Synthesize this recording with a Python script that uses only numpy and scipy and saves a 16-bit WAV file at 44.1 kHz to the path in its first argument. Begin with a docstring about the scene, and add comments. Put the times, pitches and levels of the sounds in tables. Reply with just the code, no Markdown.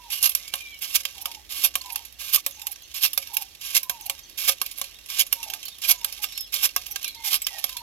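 """A hand seed planter is jabbed into soil eleven times, close to the microphone in an open field.
Each stroke: the tube slides, seeds crash against it, the jaw clacks twice; loose parts tick and metal squeaks.
Each contact is a burst of tiny impacts, rung through filters that hold the tool's resonances.
Gliding sine tones make the birds that call, whistle, warble and chatter at the tree line.
Filtered noise gives a light breeze and the outdoor rumble; a wavering sine gives a faint low drone."""
import sys
import numpy as np
from scipy import signal
from scipy.fft import rfft, irfft
from scipy.io import wavfile
from scipy.ndimage import uniform_filter1d

SR = 44100
rng = np.random.default_rng(int(sys.argv[2]) if len(sys.argv) > 2 else 0)


def transcribe(signal):
    """Save signal, clipped to [-1, 1], as a 16-bit WAV file at the path in sys.argv[1]."""
    frames = np.atleast_2d(signal).T
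    limited = np.clip(frames, -1, 1)
    pcm = np.round(limited * 32767).astype(np.int16)
    wavfile.write(sys.argv[1], SR, pcm)


N = 344862

# the tube slides down and stirs the seeds: (time [s], length [s], start level [dB], end level [dB],
# treble [dB], level of the trickle that follows [dB])
TUBE_SLIDES = [(0.099, 0.24, -27.5, -35.5, -0.5, -43), (0.808, 0.22, -29.5, -35.5, -3, -44.5),
               (1.495, 0.2, -34.5, -31.5, -1, -44.5), (2.187, 0.23, -34, -35, -3.5, -48),
               (2.938, 0.19, -30, -42, -2, -44), (3.605, 0.21, -35, -33, -3, -47),
               (4.372, 0.17, -26.5, -31, -2, -43), (5.084, 0.16, -32, -31.5, -5, -43.5),
               (5.814, 0.16, -28, -39, -3, -42), (6.522, 0.17, -26.5, -32, -3.5, -43),
               (7.24, 0.088, -24, -30, 0, -40)]
# the jaw snaps open, then shut, once per stroke: (time [s], level [dB], body [dB], treble [dB])
JAW_CLACKS = [(0.349, -11.5, 3.5, 3.5), (0.537, -18, 15, -3), (1.051, -16.5, 3, -6), (1.255, -18, 12, 1.5),
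              (1.753, -13.5, 12, 2), (1.957, -18.5, 4.5, 1.5), (2.462, -13, 11.5, 8),
              (2.667, -19.5, 3.5, 3), (3.175, -12, 8.5, 2), (3.367, -14, 2.5, 2.5), (3.895, -14, 12.5, 0.5),
              (4.096, -16.5, 6, -2.5), (4.614, -14, 13, 3), (4.813, -18.5, 10.5, -3),
              (5.325, -10.5, 7.5, 4), (5.535, -22, 6, -3.5), (6.044, -13.5, 8, 1), (6.24, -18, 10.5, -3),
              (6.761, -13, 9.5, -0.5), (6.958, -20.5, 6, -3.5), (7.466, -15, 3, -2), (7.64, -15.5, 11.5, 2)]


def gain_of(db):
    """Decibels to gain."""
    return 10 ** (np.asarray(db) / 20)


def evened(x):
    """Scales to an rms of 1."""
    return x / np.sqrt(np.mean(x ** 2) + 1e-20)


def read(points, hz):
    """Reads a table of (frequency [Hz], value) on a log-frequency axis."""
    f, value = np.transpose(points)
    return np.interp(np.log(hz + 1), np.log(f + 1), value)


def add(mix, s, sound):
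    """Mixes a sound in at a time in seconds; whatever falls outside the scene is cut."""
    at = round(s * SR)
    sound = sound[max(-at, 0):]
    part = mix[max(at, 0):][:len(sound)]
    part += sound[:len(part)]


def wander(size, rate_hz):
    """Slow random drift with an rms of about 1: noise kept below a rate."""
    hz = np.fft.rfftfreq(size + SR, 1 / SR)
    spectrum = rfft(rng.standard_normal(size + SR)) / (1 + (hz / rate_hz) ** 4)
    return evened(irfft(spectrum))[:size]


def swells(rows, half_s, calm_db):
    """A gain that rests at a calm level and rises in bell-shaped swells."""
    t = np.arange(N) / SR
    swell_power = sum(gain_of(db) ** 2 * np.exp(-((t - s) / half_s) ** 2) for s, db in rows)
    return np.sqrt(gain_of(calm_db) ** 2 + swell_power)


def scatter(x, t60):
    """Clods and trees return a diffuse tail, different at each port; t60 is its 60 dB decay in seconds."""
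    t = np.arange(SR) / SR
    tail = rng.standard_normal((2, SR)) * gain_of(-60 * t / t60) * np.clip(t / 0.0019, 0, 1)
    tail = tail / np.linalg.norm(tail, axis=1)[:, None]
    return signal.fftconvolve(x[None], tail, axes=1)[:, :N]


def note(hz, db):
    """A pure tone that follows a pitch curve and fades at both ends."""
    tone = np.sin(2 * np.pi * np.cumsum(hz) / SR)
    return gain_of(db) * np.sqrt(2) * tone * signal.windows.tukey(len(hz), .35)


def air():
    """Soft outdoor rumble and far hiss from shaped noise, with a low drone that wavers in pitch and level."""
    # colour of the rumble: (frequency [Hz], density [dB per Hz])
    rumble_colour = [(25, -11), (45, 1), (70, 2), (110, -7), (200, -16.5), (350, -18.5), (700, -13.5),
                     (1400, -20.5), (2000, -11), (4000, -43)]
    # the drone: (time [s], pitch [Hz], level before a 1.5 dB lift [dB])
    drone_curve = [(0.0, 48.7, -60.5), (1.09, 58.9, -63), (1.5, 58.5, -58), (3.2, 70, -66.5),
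                   (3.7, 42, -68), (6.23, 45.1, -60.5), (7.82, 45.1, -62)]
    hz, t = np.fft.rfftfreq(N, 1 / SR), np.arange(N) / SR
    shared, *own = rng.standard_normal((3, N))  # the shared part makes the two ports alike
    rumble = evened(irfft(rfft(np.array(own) + 0.74 * shared) * gain_of(read(rumble_colour, hz)), N))
    hiss_db = read([(300, 0.0), (1400, -27.0), (3000, -15.0), (5500, 2.0),
                    (8500, -7), (12000, -5), (16000, -9)], hz)
    hiss = evened(irfft(rfft(rng.standard_normal((2, N))) * gain_of(hiss_db), N))
    s, pitch_hz, level_db = np.transpose(drone_curve)
    turns = np.cumsum(np.interp(t, s, pitch_hz) * (1 + 0.048 * wander(N, 13))) / SR
    drone_db = np.interp(t, s, level_db) + 1.5 + 1.7 * wander(N, 5.2)
    drone = gain_of(drone_db) * np.sin(2 * np.pi * turns)
    low = gain_of(-60.5) * rumble * gain_of(0.86 * wander(N, 6.4)) + drone
    return low * gain_of([[-2.5], [2]]) + gain_of(-59.5) * hiss


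def breeze():
    """Leaves far away give a soft, low rush of noise that swells in gusts."""
    gusts = [(1.55, -64.5), (4.4, -66.5), (5.45, -67.5), (6.9, -67)]  # (time [s], peak level [dB])
    hz = np.fft.rfftfreq(N, 1 / SR)
    shared, *own = rng.standard_normal((3, N))
    colour_db = read([(100, -33), (250, 1.5), (420, -1.0), (650, -17), (1500, -25)], hz)
    rush = evened(irfft(rfft(np.array(own) + shared) * gain_of(colour_db), N))
    return rush * swells(gusts, half_s=0.27, calm_db=-71) * gain_of(1.4 * wander(N, 11))


def flock(per_s, lo_hz, hi_hz):
    """Many far birds murmur in the bushes and break into flurries: short gliding chirps, blurred by the trees."""
    flurries = [(0.63, -48), (2.82, -54), (4.25, -52), (4.9, -51), (5.67, -44), (6.38, -43.5), (7.08, -41),
                (7.78, -45.5)]  # (time [s], peak level before the split into direct and blurred sound [dB])
    out = np.zeros(N)
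    for when, pitch, glide, span, loud in rng.random((round(per_s * N / SR), 5)):
        u = np.linspace(-1, 1, round((0.0089 + 0.0215 * span) * SR))
        middle_hz = lo_hz + (hi_hz - lo_hz) * pitch
        hz = middle_hz * (1 + 0.197 * (glide - .5) * u)
        add(out, when * N / SR, note(hz, -12 * loud))
    out = evened(out) * swells(flurries, half_s=0.061, calm_db=-58.5)
    blurred = scatter(out, t60=0.089)
    return gain_of(-3.5) * (out + blurred) * gain_of([[-3], [1.5]])


def birds():
    """Drooping low calls, curved whistles and hoarse warbles, all gliding tones."""
    # a low call holds its pitch, then droops: (time [s], length [s], start pitch [Hz], level [dB])
    low_calls = [(-0.04, 0.15, 1016, -54), (1.257, 0.16, 937, -55.5), (1.79, 0.21, 1026, -52.5),
                 (2.617, 0.1, 896, -56.5), (3.282, 0.16, 927, -52.5), (3.805, 0.23, 1033, -54),
                 (5.34, 0.16, 937, -52.5), (5.884, 0.22, 1030, -58), (6.188, 0.07, 851, -51.5),
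                 (6.893, 0.076, 829, -55.5), (7.144, 0.16, 923, -51), (7.677, 0.21, 1027, -52.5)]
    # other birds whistle curves: (time [s], length [s], start [Hz], middle [Hz], end [Hz], level [dB])
    whistles = [(0.11, 0.095, 2810, 2920, 2780, -41.5), (0.354, 0.44, 1885, 2380, 2153, -51),
                (0.703, 0.072, 3450, 3080, 2670, -52), (6.262, 0.19, 5640, 5340, 5290, -45),
                (7.035, 0.0526, 2500, 2405, 2210, -41), (7.166, 0.16, 2120, 2106, 2050, -54.5),
                (7.47, 0.13, 2040, 1910, 1780, -51)]
    # a bird warbles hoarsely: (time [s], length [s], level [dB])
    warbles = [(1.138, 0.19, -56), (1.83, 0.2, -55), (2.562, 0.13, -59), (3.302, 0.112, -53.5),
               (4.009, 0.13, -53.5), (5.448, 0.12, -51), (7.497, 0.11, -51)]
    droop_end_hz, droop_curve = 749, 2.5  # every call heads for the same end pitch, falling ever faster
    warble_hz = 837
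    out = np.zeros(N)
    for s, length, start_hz, db in low_calls:
        u = np.linspace(0, 1, round(length * SR))
        droop = start_hz + (droop_end_hz - start_hz) * u ** droop_curve
        add(out, s, note(droop * (1 + 0.012 * wander(len(u), 76)), db + 3.0 * wander(len(u), 30)))
    for s, length, start_hz, middle_hz, end_hz, db in whistles:
        u = np.linspace(0, 1, round(length * SR))
        arch = np.polyval(np.polyfit([0, .5, 1], [start_hz, middle_hz, end_hz], 2), u)
        add(out, s, note(arch * (1 + 0.0086 * wander(len(u), 67)), db + 4.0 * wander(len(u), 21)))
    for s, length, db in warbles:
        size = round(length * SR)
        hoarse_hz = warble_hz * (1 + 0.095 * wander(size, 62))
        add(out, s, note(hoarse_hz, db + 3 * wander(size, 105)))
    return out * gain_of([[-2.5], [1]]) + gain_of(-1) * scatter(out, t60=0.22)


def squeaks():
    """The tool's metal squeaks: short falling tones near 6.3 kHz with a diffuse tail."""
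    # (time [s], middle pitch [Hz], level before a 7.5 dB cut [dB])
    metal_squeaks = [(2.522, 6500, -38), (2.555, 6300, -39.5), (2.832, 6230, -39), (4.018, 6200, -37),
                     (4.233, 6100, -39), (5.258, 6800, -40), (5.398, 5840, -38), (5.498, 6320, -36),
                     (5.977, 6700, -38), (6.912, 5880, -30.5)]
    out = np.zeros(N)
    for s, hz, db in metal_squeaks:
        add(out, s, note(hz * np.linspace(1.08, .92, round(0.0107 * SR)), db - 7.5))
    return out * gain_of([[-2.5], [1]]) + gain_of(-1) * scatter(out, t60=0.22)


def causal(db):
    """The minimum-phase impulse response of a gain curve: sharp start, ringing after."""
    cepstrum = irfft(np.log(gain_of(db)))
    half = len(cepstrum) // 2
    cepstrum[1:half] *= 2  # fold the part before time zero onto the part after it
    cepstrum[half + 1:] = 0
    return irfft(np.exp(rfft(cepstrum)))[:half]


def ring(body_db, treble_db, uneven_db):
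    """The tool's answer to one impact; each contact point favours other high modes."""
    # colour of the tool: (frequency [Hz], level [dB])
    tool_colour = [(100, -39.5), (400, -39.5), (600, -28.5), (1400, -29.5), (1950, -25.5), (2250, -12),
                   (4000, -10.5), (5500, -9), (8000, -18.5), (10200, -14), (11200, -8), (12500, -5.5),
                   (14000, -16.5), (16000, -24.5)]
    # resonances of the tube and hopper: (frequency [Hz], width [Hz], lift [dB])
    tube_modes = [(548, 17, 9.5), (734, 23.5, 10.5), (1104, 130, 9), (1224, 35, 7), (1603, 130, 10),
                  (2713, 210, 6.5), (3172, 100, 6.5), (4265, 400, -3), (6900, 110, 1.5), (11580, 250, 4)]
    hz = np.fft.rfftfreq(4096, 1 / SR)
    db = read(tool_colour, hz)
    db = db + sum(lift / (1 + (2 * (hz - f) / width) ** 2) for f, width, lift in tube_modes)
    db = db + body_db / (1 + (hz / 1700) ** 6)
    db = db + treble_db / (1 + (9000 / (hz + 1)) ** 6)
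    modes = uniform_filter1d(uniform_filter1d(rng.standard_normal(len(hz)), size=22), size=12)
    answer = causal(db + uneven_db * evened(modes) * hz / (hz + 1500))
    return answer / np.linalg.norm(answer)


def grains(size, per_s, spread_db):
    """A hail of tiny impacts of unequal strength, at random moments and of either sign."""
    strength = gain_of(spread_db * np.minimum(rng.exponential(1, size), 4))
    struck = rng.random(size) < per_s / SR
    return evened(strength * rng.choice([-1, 1], size) * struck)


def knock(chatter_s, buzz_db, buzz_s):
    """Metal meets metal, chatters for a few milliseconds and buzzes out."""
    t = np.arange(SR // 10) / SR
    force = np.exp(-t / chatter_s) + gain_of(buzz_db) * np.exp(-t / buzz_s)
    return force * np.clip(t / 0.00035, 0, 1) * grains(len(t), 14000, 0.53)


def stirred_db(t):
    """How lively the seeds are: each stroke stirs them up, and they settle after the jaw has shut."""
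    rise_s, rise_range_db = 0.28, 6.5  # the ramp gains this much from the start of the slide, then holds
    hold_s, settle_db_per_s, rest_db = 0.047, 67, -64
    pause_lead_s, pause_width_s, pause_db = 0.024, 0.013, 7  # the trickle dips just before each clack
    level_db = np.full(len(t), float(rest_db))
    for (start, *_, db), (shut, *_) in zip(TUBE_SLIDES, JAW_CLACKS[1::2]):
        rise_db = rise_range_db * np.minimum((t - start) / rise_s - 1, 0)
        settle_db = settle_db_per_s * np.maximum(t - shut - hold_s, 0)
        level_db = np.maximum(level_db, db + rise_db - settle_db)
    pauses = sum(np.exp(-((t - s + pause_lead_s) / pause_width_s) ** 2) for s, *_ in JAW_CLACKS)
    return level_db - pause_db * pauses


def shifting():
    """A thin, uneven trickle of seeds on eight spots of the wall, each with its own ring."""
    spots = [gain_of(4.3 * wander(N, 52)) * grains(N, 600, 3.2) for _ in range(8)]
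    trickle = evened(sum(signal.oaconvolve(spot, ring(1.0, -8.0, 3.4))[:N] for spot in spots))
    return gain_of(stirred_db(np.arange(N) / SR)) * trickle


def strays():
    """Stray seeds tick at random, louder while the load is stirred: rows of (time, level, treble)."""
    per_s, over_trickle_db, spread_db = 9, 13.5, 3.5
    when, loud, bright = rng.random((round(per_s * N / SR), 3)).T
    s = (np.arange(len(when)) + when) / len(when) * N / SR  # one seed in each equal slot of time
    level_db = stirred_db(s) + over_trickle_db + spread_db * (2 * loud - 1)
    treble_db = -3.5 + 8 * (2 * bright - 1)
    return list(zip(s, level_db, treble_db))


def ticks():
    """Light contacts and some squeaks as soft-onset knocks; single metal parts ring as short decaying sines."""
    # loose parts tick, and some metal squeaks are played as ticks:
    # (time [s], level before a 4.5 dB lift [dB], treble [dB])
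    tick_rows = [(0.227, -12.5, 8), (0.293, -15, 13), (0.554, -24, 6), (0.821, -26, 14), (1.815, -31, -4),
                 (2.617, -27, 1), (3.132, -20.5, 5.5), (3.226, -29.5, -9), (3.831, -23.5, 7.5),
                 (5.101, -23, -3), (5.429, -25, -2), (5.5, -23.5, -3), (5.654, -26.5, 9), (5.682, -27, -2),
                 (6.376, -23, 1), (6.408, -24.5, 9), (6.54, -16.5, 7), (7.044, -19.5, 2), (7.079, -23, 7),
                 (7.419, -25, 15), (7.59, -27.5, 2), (7.768, -22.5, -0.5)]
    # one metal part rings on its own: (time [s], frequency [Hz], level before a 7 dB lift [dB])
    pings = [(1.81, 4370, -29), (2.374, 1150, -33), (2.714, 10850, -28), (5.848, 2420, -23),
             (7.417, 7850, -25), (7.444, 5520, -24)]
    out = np.zeros(N)
    t = np.arange(SR // 10) / SR
    graze = np.clip(t / 0.0028, 0, 1)
    for s, db, treble_db in [*tick_rows, *strays()]:
        blow = gain_of(db + 4.5) * graze * knock(chatter_s=0.003, buzz_db=-15, buzz_s=0.018)
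        add(out, s - .001, signal.fftconvolve(blow, ring(0, treble_db, 4.5)))
    for s, hz, db in pings:
        envelope = np.clip(t / 0.0034, 0, 1) * np.exp(-t / 0.0047)
        add(out, s, gain_of(db + 7.0) * envelope * np.sin(2 * np.pi * hz * t))
    return out


def slides():
    """The tube rasps down its guide: dense grains whose level moves from a start to an end value."""
    out = np.zeros(N)
    for s, length, start_db, end_db, treble_db, _ in TUBE_SLIDES:
        t = np.arange(0, length, 1 / SR)
        level_db = np.interp(t, [.035, .09], [start_db, end_db]) + 2.1 * wander(len(t), 50)
        push = gain_of(level_db) * np.clip(t / 0.011, 0, 1) * np.clip((length - t) / 0.019, 0, 1)
        rasp = push * grains(len(t), 9000, 2.2)
        add(out, s, signal.fftconvolve(rasp, ring(0, treble_db, 1.4)))
    return out


def rattles():
    """Seeds landing in clumps, and short squeaks of the spring or jaw, as swelling and fading clouds of grains."""
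    # seed throws, and short bright squeaks of the spring or jaw, played as grains:
    # (time [s], length [s], level before a 0.7 dB cut [dB], body [dB], treble [dB])
    grain_clouds = [(0.209, 0.082, -15.5, 1, 2), (0.936, 0.042, -13.5, -1, 1.5),
                    (1.206, 0.027, -29, -16, 9), (1.624, 0.051, -13.5, 3.5, 2),
                    (1.918, 0.024, -27.5, -17, 11.5), (2.32, 0.058, -11.5, -3, 4),
                    (2.706, 0.037, -32.5, -2, 10), (3.003, 0.084, -15.5, -0.5, 0),
                    (3.329, 0.032, -26, -5, 11.5), (3.404, 0.036, -31, 4, 5), (3.741, 0.049, -12, -3, 0),
                    (4.052, 0.026, -29.5, -16, 8), (4.47, 0.042, -12, 7, 0), (4.764, 0.049, -30.5, 7.5, 4),
                    (5.18, 0.049, -13, -1, 2), (5.872, 0.064, -11, 2, 3), (6.215, 0.035, -23.5, -2.5, -0.5),
                    (6.616, 0.064, -14.5, 3.5, -1), (6.901, 0.037, -30, 6, 13), (7.301, 0.08, -16, 4, 1.5)]
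    out = np.zeros(N)
    for s, length, db, body_db, treble_db in grain_clouds:
        u = np.linspace(-1, 1, round(length * SR))
        clumps_db = 2.2 * wander(len(u), 220)
        swell = np.exp(-3.3 * abs(u) ** 2.3)
        cloud = gain_of(db - 0.7 + clumps_db) * swell * grains(len(u), 7000, 2.96)
        add(out, s, signal.fftconvolve(cloud, ring(body_db, treble_db, 3.2)))
    return out


def clacks():
    """The jaw hits its stops: a hard, chattering knock rings the whole tool."""
    out = np.zeros(N)
    for s, db, body_db, treble_db in JAW_CLACKS:
        blow = gain_of(db + 2.5) * knock(chatter_s=0.0029, buzz_db=-17.5, buzz_s=0.019)
        add(out, s + 0.0013, signal.fftconvolve(blow, ring(body_db, treble_db, 3.57)))
    return out


def ports(x):
    """The microphone's body shades and delays the tool's sound differently at each of its two ports."""
    # (frequency [Hz], left minus right level [dB])
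    balance = [(300, -1.5), (1100, -6.5), (1850, -3.5), (2150, -9), (2700, -35), (3800, -6), (5200, -14.5),
               (7000, -5), (8500, 15.5), (9400, 17), (10100, 5.5), (10800, -34), (12500, -41), (15000, -1)]
    # (frequency [Hz], phase by which left leads [rad])
    lead = [(700, 1), (1350, 0.88), (2000, 0.97), (2600, 0), (3200, 1.2), (4800, 2), (5600, 3.5), (7300, 6),
            (8600, 4.5), (9300, 6), (10200, 8.5), (11300, 16), (12400, 6), (14200, 17)]
    hz = np.fft.rfftfreq(2 * N, 1 / SR)
    ratio = gain_of(read(balance, hz))
    right = rfft(x, 2 * N) * np.sqrt(2 / (1 + ratio ** 2))  # keeps the summed power of both ports
    left = right * ratio * np.exp(1j * read(lead, hz))
    return irfft([left, right])[:, :N]


def scene():
    """The planter close by, the field around it."""
    field = birds() + flock(per_s=150, lo_hz=2710, hi_hz=4530) + breeze() + air()
    planter = slides() + rattles() + clacks() + ticks() + shifting()
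    direct = gain_of(-0.04) * ports(planter) + squeaks()
    near = gain_of(-10) * scatter(planter, t60=0.027)  # clods
    far = gain_of(-29.5) * scatter(planter, t60=0.17)  # trees
    return direct + (near + far) * gain_of([[-2], [1]]) + field


def record(dry):
    """Full-scale limit, then a low-pass at the upper band edge."""
    edge_hz = 16000
    edge = signal.firwin(401, edge_hz, window=("kaiser", 8), fs=SR)
    return signal.oaconvolve(np.clip(dry, -1, 1), edge[None], "same")


dry = scene()
out = record(dry)
transcribe(out)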